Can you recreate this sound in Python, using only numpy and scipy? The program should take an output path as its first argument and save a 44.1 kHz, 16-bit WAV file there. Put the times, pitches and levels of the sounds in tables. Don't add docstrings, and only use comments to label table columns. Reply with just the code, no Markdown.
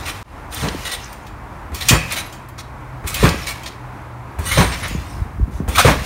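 import sys
import numpy as np
from scipy import signal
from scipy.fft import rfft, irfft, next_fast_len
from scipy.io import wavfile
from scipy.ndimage import map_coordinates

SR = 44100
rng = np.random.default_rng(int(sys.argv[2]) if len(sys.argv) > 2 else 0)


def master_out(mix):
    frames = np.transpose(np.atleast_2d(mix))
    ceiling = np.clip(frames, -1, 1)
    pcm = np.round(ceiling * 32767).astype(np.int16)
    wavfile.write(sys.argv[1], SR, pcm)


N = 267025
TOP_HZ = 15750

# start in seconds, thump level in dB, its pitch in Hz, creak level at full
# stretch in dB, its treble in dB, its rise in dB, shiver length in seconds. Event levels are relative.
TOUCHDOWNS = [(0.495, -34, 56, -25.5, -9.5, 8, .58), (1.718, -17.5, 71, -25, -6.5, 16.5, 0.48),
              (3.042, -17, 72.7, -21.5, -9, 17, 0.51), (4.387, -11.5, 77, -17.5, -8.5, 28, 0.64),
              (5.679, -8.5, 66, -18, -9, 24, 1)]
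# start in seconds, rattle level in dB, boom level in dB, rattle length
# in seconds, knock level in dB, its pitch in Hz before knock_ratio, rattle treble in dB, tube level in dB.
FRAME_SLAMS = [(0.621, -9.5, -17.5, 0.061, -47, 375, -2, -46),
               (1.906, -5.5, -5.5, 0.053, -15.5, 232.5, 3, -34),
               (3.227, -2.5, -5.5, 0.06, -13, 383, 2.5, -25), (4.572, -3, -7, .06, -17.5, 486, 4.5, -40),
               (5.847, 0, -6, 0.064, -9.5, 444, 4.5, -42)]
# frequency in Hz, density in dB.
CREAK_SPECTRUM = [(290, -36), (500, -2.5), (888, -6.5), (1100, -7.5), (1450, -8.5), (1820, -4.5),
                  (2290, -8), (3850, -10), (4840, -11), (8600, -13), (15500, -17.5)]
FRAME_SPECTRUM = [(88, -39), (150, -2), (221, -6.5), (515, -9.5), (687, -13.5), (1130, -12.5),
                  (1250, -16.5), (2400, -21), (2810, -28), (4050, -31), (4910, -36), (7080, -36.5),
                  (15000, -44)]
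AIR_SPECTRUM = [(20, -32), (45, -8), (65, -7), (110, -16), (250, -26.5), (1200, -64)]


def amp(db):
    return 10 ** (np.asarray(db) / 20)


def unit(x):
    return x / np.sqrt(np.mean(x ** 2) + 1e-20)


def clock(size):
    return np.arange(size) / SR


def along(points, hz):
    freqs, values = np.transpose(points)
    return np.interp(np.log(hz + 1), np.log(freqs + 1), values)


def curve(points):
    return np.interp(clock(N), *np.transpose(points))


def wobble(rate_hz):
    return map_coordinates(rng.standard_normal(int(N * rate_hz / SR) + 4), [clock(N) * rate_hz])


def filtered(x, response):
    size = next_fast_len(len(x) + 8192)
    return irfft(rfft(x, size) * response(np.fft.rfftfreq(size, 1 / SR)), size)[:len(x)]


def noise(spectrum, size):
    return unit(filtered(rng.standard_normal(size), lambda hz: amp(along(spectrum, hz))))


def treble(x, corner_hz=6500):
    return filtered(x, lambda hz: 1 - 1 / (1 + (hz / corner_hz) ** 6))


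def shelf(x, db, corner_hz=6500):
    return x + treble(x, corner_hz) * (amp(db) - 1)


def focused(x, main_hz, boost_db, octaves):
    return unit(filtered(x, lambda hz: amp(boost_db * np.exp(-(np.log2((hz + 1) / main_hz) / octaves) ** 2))))


def bent(x, drift, rate_hz):
    return map_coordinates(x, [np.arange(N) + np.cumsum(drift * wobble(rate_hz))], mode="reflect")


def add(track, start_s, sound):
    part = track[max(0, round(start_s * SR)):][:len(sound)]
    part += sound[:len(part)]


def traffic(drone_hz=124, drone_db=-34.5, nearest_s=3.68, pass_s=0.99):
    # time in seconds, level in dB.
    levels = [(0, -27.5), (.25, -33.5), (2.7, -35.5), (3.9, -33), (5.4, -35.5)]
    # frequency in Hz, density in dB.
    spectrum = [(13, -54), (22, -59.5), (40, -1), (124, -8), (154, -15.5), (182, -14.5), (260, -16.5),
                (290, -12.5), (450, -20.5), (997, -13.5), (1180, -17.5), (2250, -27), (3100, -37.5),
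                (4900, -43.5), (12400, -49), (15500, -54)]
    rumble = amp(curve(levels) + 1.5 * wobble(5.53)) * noise(spectrum, N)
    phase = 2 * np.pi * np.cumsum(drone_hz * (1 + 0.0257 * wobble(15))) / SR
    nearness = 1 / (1 + ((clock(N) - nearest_s) / pass_s) ** 2)
    return rumble + amp(drone_db + 4.1 * wobble(7.8)) * nearness * np.sin(phase)


def wind(gust_db=3):
    # time in seconds, level in dB.
    levels = [(0, -34), (.4, -46.5), (1.4, -38), (2.9, -41), (4.2, -48), (4.5, -31), (5.0, -33),
              (5.6, -25.5), (6.05, -32)]
    return amp(curve(levels) + gust_db * wobble(12)) * noise(AIR_SPECTRUM, N)


def thump(hz, cycles):
    turns = clock(SR // 4) * hz
    return np.sin(2 * np.pi * turns) * (turns / cycles) ** 2 * np.exp(2 - 2 * turns / cycles)


def air_bumps():
    # start in seconds, level in dB, pitch in Hz.
    pushes = [(4.518, -10.5, 66), (5.217, -8, 70.4), (5.253, -21, 61.9), (5.383, -15, 71.4),
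              (5.406, -6.5, 51), (5.426, -2.5, 57), (5.55, -15, 51.1)]
    out = np.zeros(N)
    for s, db, hz in pushes:
        add(out, s, amp(db) * thump(hz, cycles=0.41))
    return out


def draught(gain_db=-20, lag_s=0.051, width_s=0.15):
    t = clock(N)
    swells = sum(amp(db + gain_db) * np.exp(-((t - s - lag_s) / width_s) ** 2) for s, db, *_ in FRAME_SLAMS)
    return swells * noise(AIR_SPECTRUM, N)


def yard_echo(x, build_s=0.018):
    # frequency in Hz, t60 in seconds.
    decays = [(150, 0.27), (2000, 0.47), (6000, 0.28), (14000, 0.21)]
    hz, t, bins = signal.stft(rng.standard_normal(SR), SR, nperseg=256)
    tail = signal.istft(bins * amp(-60 * t / along(decays, hz)[:, None]), SR, nperseg=256)[1]
    tail *= 1 - np.exp(-clock(len(tail)) / build_s)
    return signal.fftconvolve(x, tail / np.linalg.norm(tail))[:N]


def knock(start_hz, end_ratio, glide_s, peak_s):
    t = clock(SR // 8)
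    hz = start_hz * (end_ratio + (1 - end_ratio) * np.exp(-t / glide_s))
    return np.sin(2 * np.pi * np.cumsum(hz) / SR) * (t / peak_s) * np.exp(1 - t / peak_s)


def loose_joints(gain_db=1, pitch_ratio=1.48, grit_db=-17, grit_t60_s=0.15):
    # start in seconds, level in dB, starting pitch in Hz before pitch_ratio.
    knocks = [(0.746, -20, 370), (3.342, -18, 290), (4.91, -23.5, 280), (4.949, -14, 214),
              (5.254, -27.5, 283), (5.397, -20, 224), (5.478, -22, 204), (5.602, -13.5, 219)]
    grit_hz_db = [(60, -16), (200, 6), (450, 4), (1000, -15), (4000, -51)]
    out, t = np.zeros(N), clock(SR // 8)
    for s, db, hz in knocks:
        grit = noise(grit_hz_db, len(t)) * amp(grit_db - 60 * t / grit_t60_s)
        tone = knock(hz * pitch_ratio, end_ratio=0.13, glide_s=0.0077, peak_s=0.0041)
        add(out, s, amp(db + gain_db) * (tone + grit))
    return out


def feet(gain_db=-1, scuff_db=-14, scuff_t60_s=0.33):
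    out, t = np.zeros(N), clock(SR // 4)
    for s, db, hz, *_ in TOUCHDOWNS:
        scuff = noise(FRAME_SPECTRUM, len(t)) * amp(scuff_db - 60 * t / scuff_t60_s)
        add(out, s, amp(db + gain_db) * (thump(hz, cycles=0.78) + scuff))
    return out


def squeaks(flutter_db=4):
    # start and length in seconds, first and last pitch in Hz, level in dB, relative pitch scatter.
    slides = [(1.007, 0.071, 5970, 6030, -38.5, 0.108), (1.803, 0.04, 3880, 4030, -30.5, .035),
              (2.248, 0.033, 11500, 10900, -44, 0.026), (3.15, .06, 2600, 2420, -31, .03),
              (3.427, 0.019, 5400, 5340, -38, .01), (4.505, 0.045, 2100, 2180, -20, 0.021),
              (4.722, 0.033, 5350, 5480, -31.5, 0.007), (4.822, 0.032, 10900, 11000, -39, .005),
              (4.826, 0.051, 1420, 1597, -24.5, 0.22), (4.885, 0.097, 7100, 6630, -42, .025),
              (5.062, 0.15, 5820, 4950, -50, 0.072), (5.748, 0.019, 2335, 2254, -20.5, 0.025),
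              (5.769, 0.045, 1079, 1122, -11.5, 0.28), (5.782, 0.043, 1393, 1467, -13.5, 0.072),
              (5.797, 0.03, 2340, 2310, -27, 0.024)]
    out = np.zeros(N)
    for s, length_s, start_hz, end_hz, db, scatter in slides:
        size = int(length_s * SR)
        hz = np.linspace(start_hz, end_hz, size) * (1 + scatter * wobble(907)[:size])
        envelope = amp(db + flutter_db * wobble(286)[:size]) * np.sqrt(np.hanning(size))
        add(out, s, envelope * np.sin(2 * np.pi * np.cumsum(hz) / SR))
    return out


def tube(cutoff_hz, chatter_hz=170):
    # frequency in Hz, level in dB, t60 in seconds.
    modes = [(1680, -11, 0.48), (1940, -6, 0.54), (2310, -9, 0.62), (2480, -2, 0.5), (2583, -5, 0.62),
             (3040, -8, 0.4), (3236, 2, 0.19), (3430, -22.5, 0.3), (3740, -19.5, .25), (4020, -25, 0.29),
             (4590, -4, 0.34), (5370, -12, .35), (5470, -10, .2), (6460, -1.5, 0.12), (7150, -2.5, 0.31),
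             (7763, -18, .16), (8600, -12, .35), (9000, -20, 0.32)]
    out, t = np.zeros(SR // 2), clock(SR // 2)
    for hz, db, t60_s in modes:
        envelope = amp(db + rng.normal(0, 0.99) - 60 * t / t60_s) / (1 + (hz / cutoff_hz) ** 4)
        chatter = np.repeat(rng.standard_normal(len(t) // 16 + 1), 16)[:len(t)]
        turns = np.cumsum(hz + chatter_hz * chatter) / SR
        out += envelope * np.sin(2 * np.pi * (turns + rng.random()))
    return out


def clinks(gain_db=-10, treble_db=5, attack_s=0.00081):
    # start in seconds, level in dB, treble in dB, t60 in seconds, tube level in dB, pitch in Hz.
    snaps = [(0.5452, -12.5, 1, 0.021, -22, 9900), (0.685, 2.5, -31, 0.022, -43, 3700),
             (0.747, -32, -24, 0.09, -20, 3500), (1.128, -27, 1.5, 0.045, -14, 4530),
             (1.266, -25, -13, 0.089, -16, 3900), (1.7452, -14, -4.5, 0.075, -16, 4830),
             (1.8848, 7, -11, 0.16, -15.5, 7040), (1.8903, 10.5, -18, 0.074, -20, 3300),
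             (2.121, -13, -1.5, 0.096, -15, 8650), (2.3248, -25.5, -8, 0.15, -10, 7000),
             (2.486, -29, -6, 0.072, -18, 11000), (3.0729, -8, -9.5, 0.16, -27, 8500),
             (3.142, -5.5, -3.5, 0.073, -16.5, 3480), (3.29, 3, -16, 0.034, -27, 4500),
             (3.633, -22.5, -9, 0.057, -9, 7040), (4.389, -24, -4.5, 0.095, -27, 9100),
             (4.88, -19, -5.5, 0.074, -8, 8860), (5.685, -16.5, -5, 0.11, -13.5, 8500),
             (5.78, -2.5, -20.5, 0.43, -12.5, 3500)]
    # frequency in Hz, density in dB.
    spectrum = [(410, -46.5), (700, -18), (2050, -5), (2590, -3.5), (4130, -5.5), (8880, -3), (9850, -4.5),
                (14000, -2), (15500, -2)]
    out = np.zeros(N)
    for s, db, bright_db, t60_s, tube_db, main_hz in snaps:
        steel = amp(tube_db) * tube(cutoff_hz=14000)
        t = clock(len(steel))
        crash = focused(noise(spectrum, len(t)), main_hz, boost_db=7, octaves=0.44)
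        crash = shelf(crash, bright_db + treble_db) * amp(-60 * t / t60_s)
        add(out, s, amp(db + gain_db) * (1 - np.exp(-t / attack_s)) * (crash + steel))
    return out


def coil(slips, low_hz=1100, t60_s=0.098, count=24):
    t = clock(SR // 6)
    hz = low_hz + (TOP_HZ - low_hz) * rng.random((count, 1)) ** 1.5
    gains = amp(along(CREAK_SPECTRUM, hz)) * (hz / low_hz) ** (1 / 6)
    modes = gains * np.sin(2 * np.pi * (hz * t + rng.random((count, 1))))
    ringing = signal.fftconvolve(slips, modes.sum(0) * amp(-60 * t / t60_s))[:N]
    return unit(bent(ringing, drift=0.018, rate_hz=14))


def springs(count, slips_per_s, scatter_db, tick_gain, coil_db, share_db=4, flex_db=5, judder_db=1):
    # centre in Hz, width in Hz, level in dB.
    resonances = [(2260, 145, 0), (3560, 350, -0.5), (3840, 260, -3.5), (4350, 170, -7), (5560, 200, -5),
                  (8620, 210, 4.5), (8870, 300, 0)]
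    creak, sung = np.zeros(N), np.zeros(N)
    for _ in range(count):
        slips = (rng.random(N) < slips_per_s / SR) * amp(scatter_db * rng.standard_normal(N))
        ticks = unit(filtered(slips, lambda hz: amp(along(CREAK_SPECTRUM, hz))))
        creak += tick_gain * ticks + amp(share_db * (wobble(12) - 0.5)) * coil(slips)
    for hz, width_hz, db in resonances:
        band = filtered(creak, lambda f: 1j * f * width_hz / (hz * hz - f * f + 1j * f * width_hz))
        sung += amp(db + coil_db + flex_db * wobble(7)) * band
    creak += bent(sung, drift=0.014, rate_hz=5)
    return unit(creak * amp(judder_db * wobble(220)))


def shivers(creak, gain_db=-29.5, treble_db=-5.5, end_db=-21, onset_s=0.22):
    earlier = (-0.13, 0.45)
    spans = [(slam[0], touchdown[-1]) for slam, touchdown in zip(FRAME_SLAMS, TOUCHDOWNS)]
    t, envelope = clock(N), np.zeros(N)
    for s, length_s in [earlier] + spans:
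        after_s = np.maximum(t - s, 0)
        envelope += np.minimum(after_s / onset_s, 1) * amp(end_db * (after_s / length_s) ** 2)
    return amp(gain_db) * envelope * shelf(creak, treble_db)


def rasps(creak, treble_db=-0.5, attack_s=0.0097):
    # start and length in seconds, level in dB, treble in dB, pitch in Hz.
    drags = [(0.051, .075, -26, -1, 2730), (0.846, 0.08, -25, -3, 3370), (0.911, 0.057, -23.5, 1.5, 3500),
             (1.801, 0.045, -28, -1, 4200), (2.1, 0.057, -22, -6, 3600), (2.154, 0.072, -23.5, 1, 3540),
             (2.576, 0.047, -31.5, -4.5, 5160), (3.063, 0.05, -35, 3, 2730),
             (3.461, 0.075, -23.5, 1.5, 3860), (3.654, 0.043, -28.5, -4.5, 4860),
             (4.448, 0.059, -30.5, 1.5, 11000), (4.509, 0.051, -26.5, -2, 2210),
             (4.712, 0.055, -26, -18, 2330), (4.823, 0.074, -26.5, -27, 2210),
             (5.056, 0.21, -56.5, 7, 8000), (5.506, 0.12, -48, 1, 5860), (5.749, 0.034, -21, 1, 3500),
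             (5.777, 0.046, -14, 1.5, 2300)]
    out = np.zeros(N)
    for s, length_s, db, bright_db, main_hz in drags:
        t = clock(int(length_s * SR))
        scrape = focused(creak[round(s * SR):][:len(t)], main_hz, boost_db=4, octaves=0.68)
        arch = np.minimum(t / attack_s, 1) * np.sin(np.pi * np.linspace(0.19, 1, len(t)))
        add(out, s, amp(db) * arch * shelf(scrape, bright_db + treble_db))
    return out


def stretches(creak, gain_db=1, treble_db=3, slack_db=7, grip_s=0.033, lag_s=0.019, fall_db_per_s=150):
    out, t, high = np.zeros(N), clock(N), treble(creak)
    for (touch_s, _, _, db, bright_db, rise_db, _), (slam_s, *_) in zip(TOUCHDOWNS, FRAME_SLAMS):
        full_s = slam_s + lag_s
        load = np.clip((t - touch_s) / (full_s - touch_s), 0, 1)
        grip = np.clip((t - touch_s) / grip_s, 0, 1) ** 2
        level_db = db + gain_db + rise_db * (load - 1) - fall_db_per_s * np.maximum(t - full_s, 0)
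        brightness = amp(bright_db + treble_db + slack_db * (1 - load))
        out += grip * amp(level_db) * (creak - high + high * brightness)
    return out


def joint_hit(t60_s=0.13):
    t = clock(SR // 3)
    body = noise(FRAME_SPECTRUM, len(t)) * amp(-60 * t / t60_s)
    return body / np.linalg.norm(body)


def mat_boom(swell_s=0.0075, detune=0.04):
    # frequency in Hz, level in dB, t60 in seconds.
    modes = [(58.4, -4.5, 0.3), (85.5, 0.5, 0.19), (119, 7, 0.12), (164.3, -2.5, 0.23), (234.6, -9.5, 0.15)]
    t = clock(SR // 2)
    boom = sum(amp(db - 60 * t / t60_s) * np.sin(2 * np.pi * hz * rng.normal(1, detune) * t)
               for hz, db, t60_s in modes)
    return boom * (1 - np.exp(-(t / swell_s) ** 2))


def slams(rattle_gain_db=14, boom_gain_db=1, knock_gain_db=5, knock_ratio=1.3, fall_db=3, hits=9):
    out = np.zeros(N)
    for s, rattle_db, boom_db, length_s, knock_db, knock_hz, bright_db, tube_db in FRAME_SLAMS:
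        blow = knock(knock_hz * knock_ratio, end_ratio=0.424, glide_s=0.0255, peak_s=0.0052)
        add(out, s, amp(knock_db + knock_gain_db) * blow)
        add(out, s + length_s / 2, amp(tube_db) * tube(cutoff_hz=3200))
        for progress in (np.arange(hits) + rng.uniform(0, 0.8, hits)) / hits:
            hit = shelf(joint_hit(), bright_db, corner_hz=900)
            hit_db = rattle_db + rattle_gain_db - fall_db * progress + rng.normal(0, 0.93)
            add(out, s + progress * length_s, amp(hit_db) * hit)
        add(out, s, amp(boom_db + boom_gain_db) * mat_boom())
    return out


def scene(echo_db=-13):
    taut = springs(count=6, slips_per_s=420, scatter_db=3.3, tick_gain=0.69, coil_db=0)
    loose = springs(count=3, slips_per_s=1100, scatter_db=3, tick_gain=1.3, coil_db=-5.5)
    steel = stretches(taut) + rasps(taut) + shivers(loose) + clinks() + squeaks()
    trampoline = steel + slams() + feet() + loose_joints()
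    echo = amp(echo_db) * yard_echo(trampoline)
    return (trampoline + echo + draught() + air_bumps() + traffic() + wind())[None]


def record(dry, low_cut_hz=36, dropout_s=0.229, return_s=0.16):
    sound = filtered(dry[0], lambda hz: 1 - 1 / (1 + (hz / low_cut_hz) ** 4))
    since_s = clock(N) - dropout_s
    fade = np.where(since_s < 0, 1, np.clip(since_s / return_s, 0.03, 1))
    clipped = np.clip(sound * fade, -1, 1)
    return filtered(clipped, lambda hz: hz < TOP_HZ)[None]


dry = scene()
out = record(dry)
master_out(out)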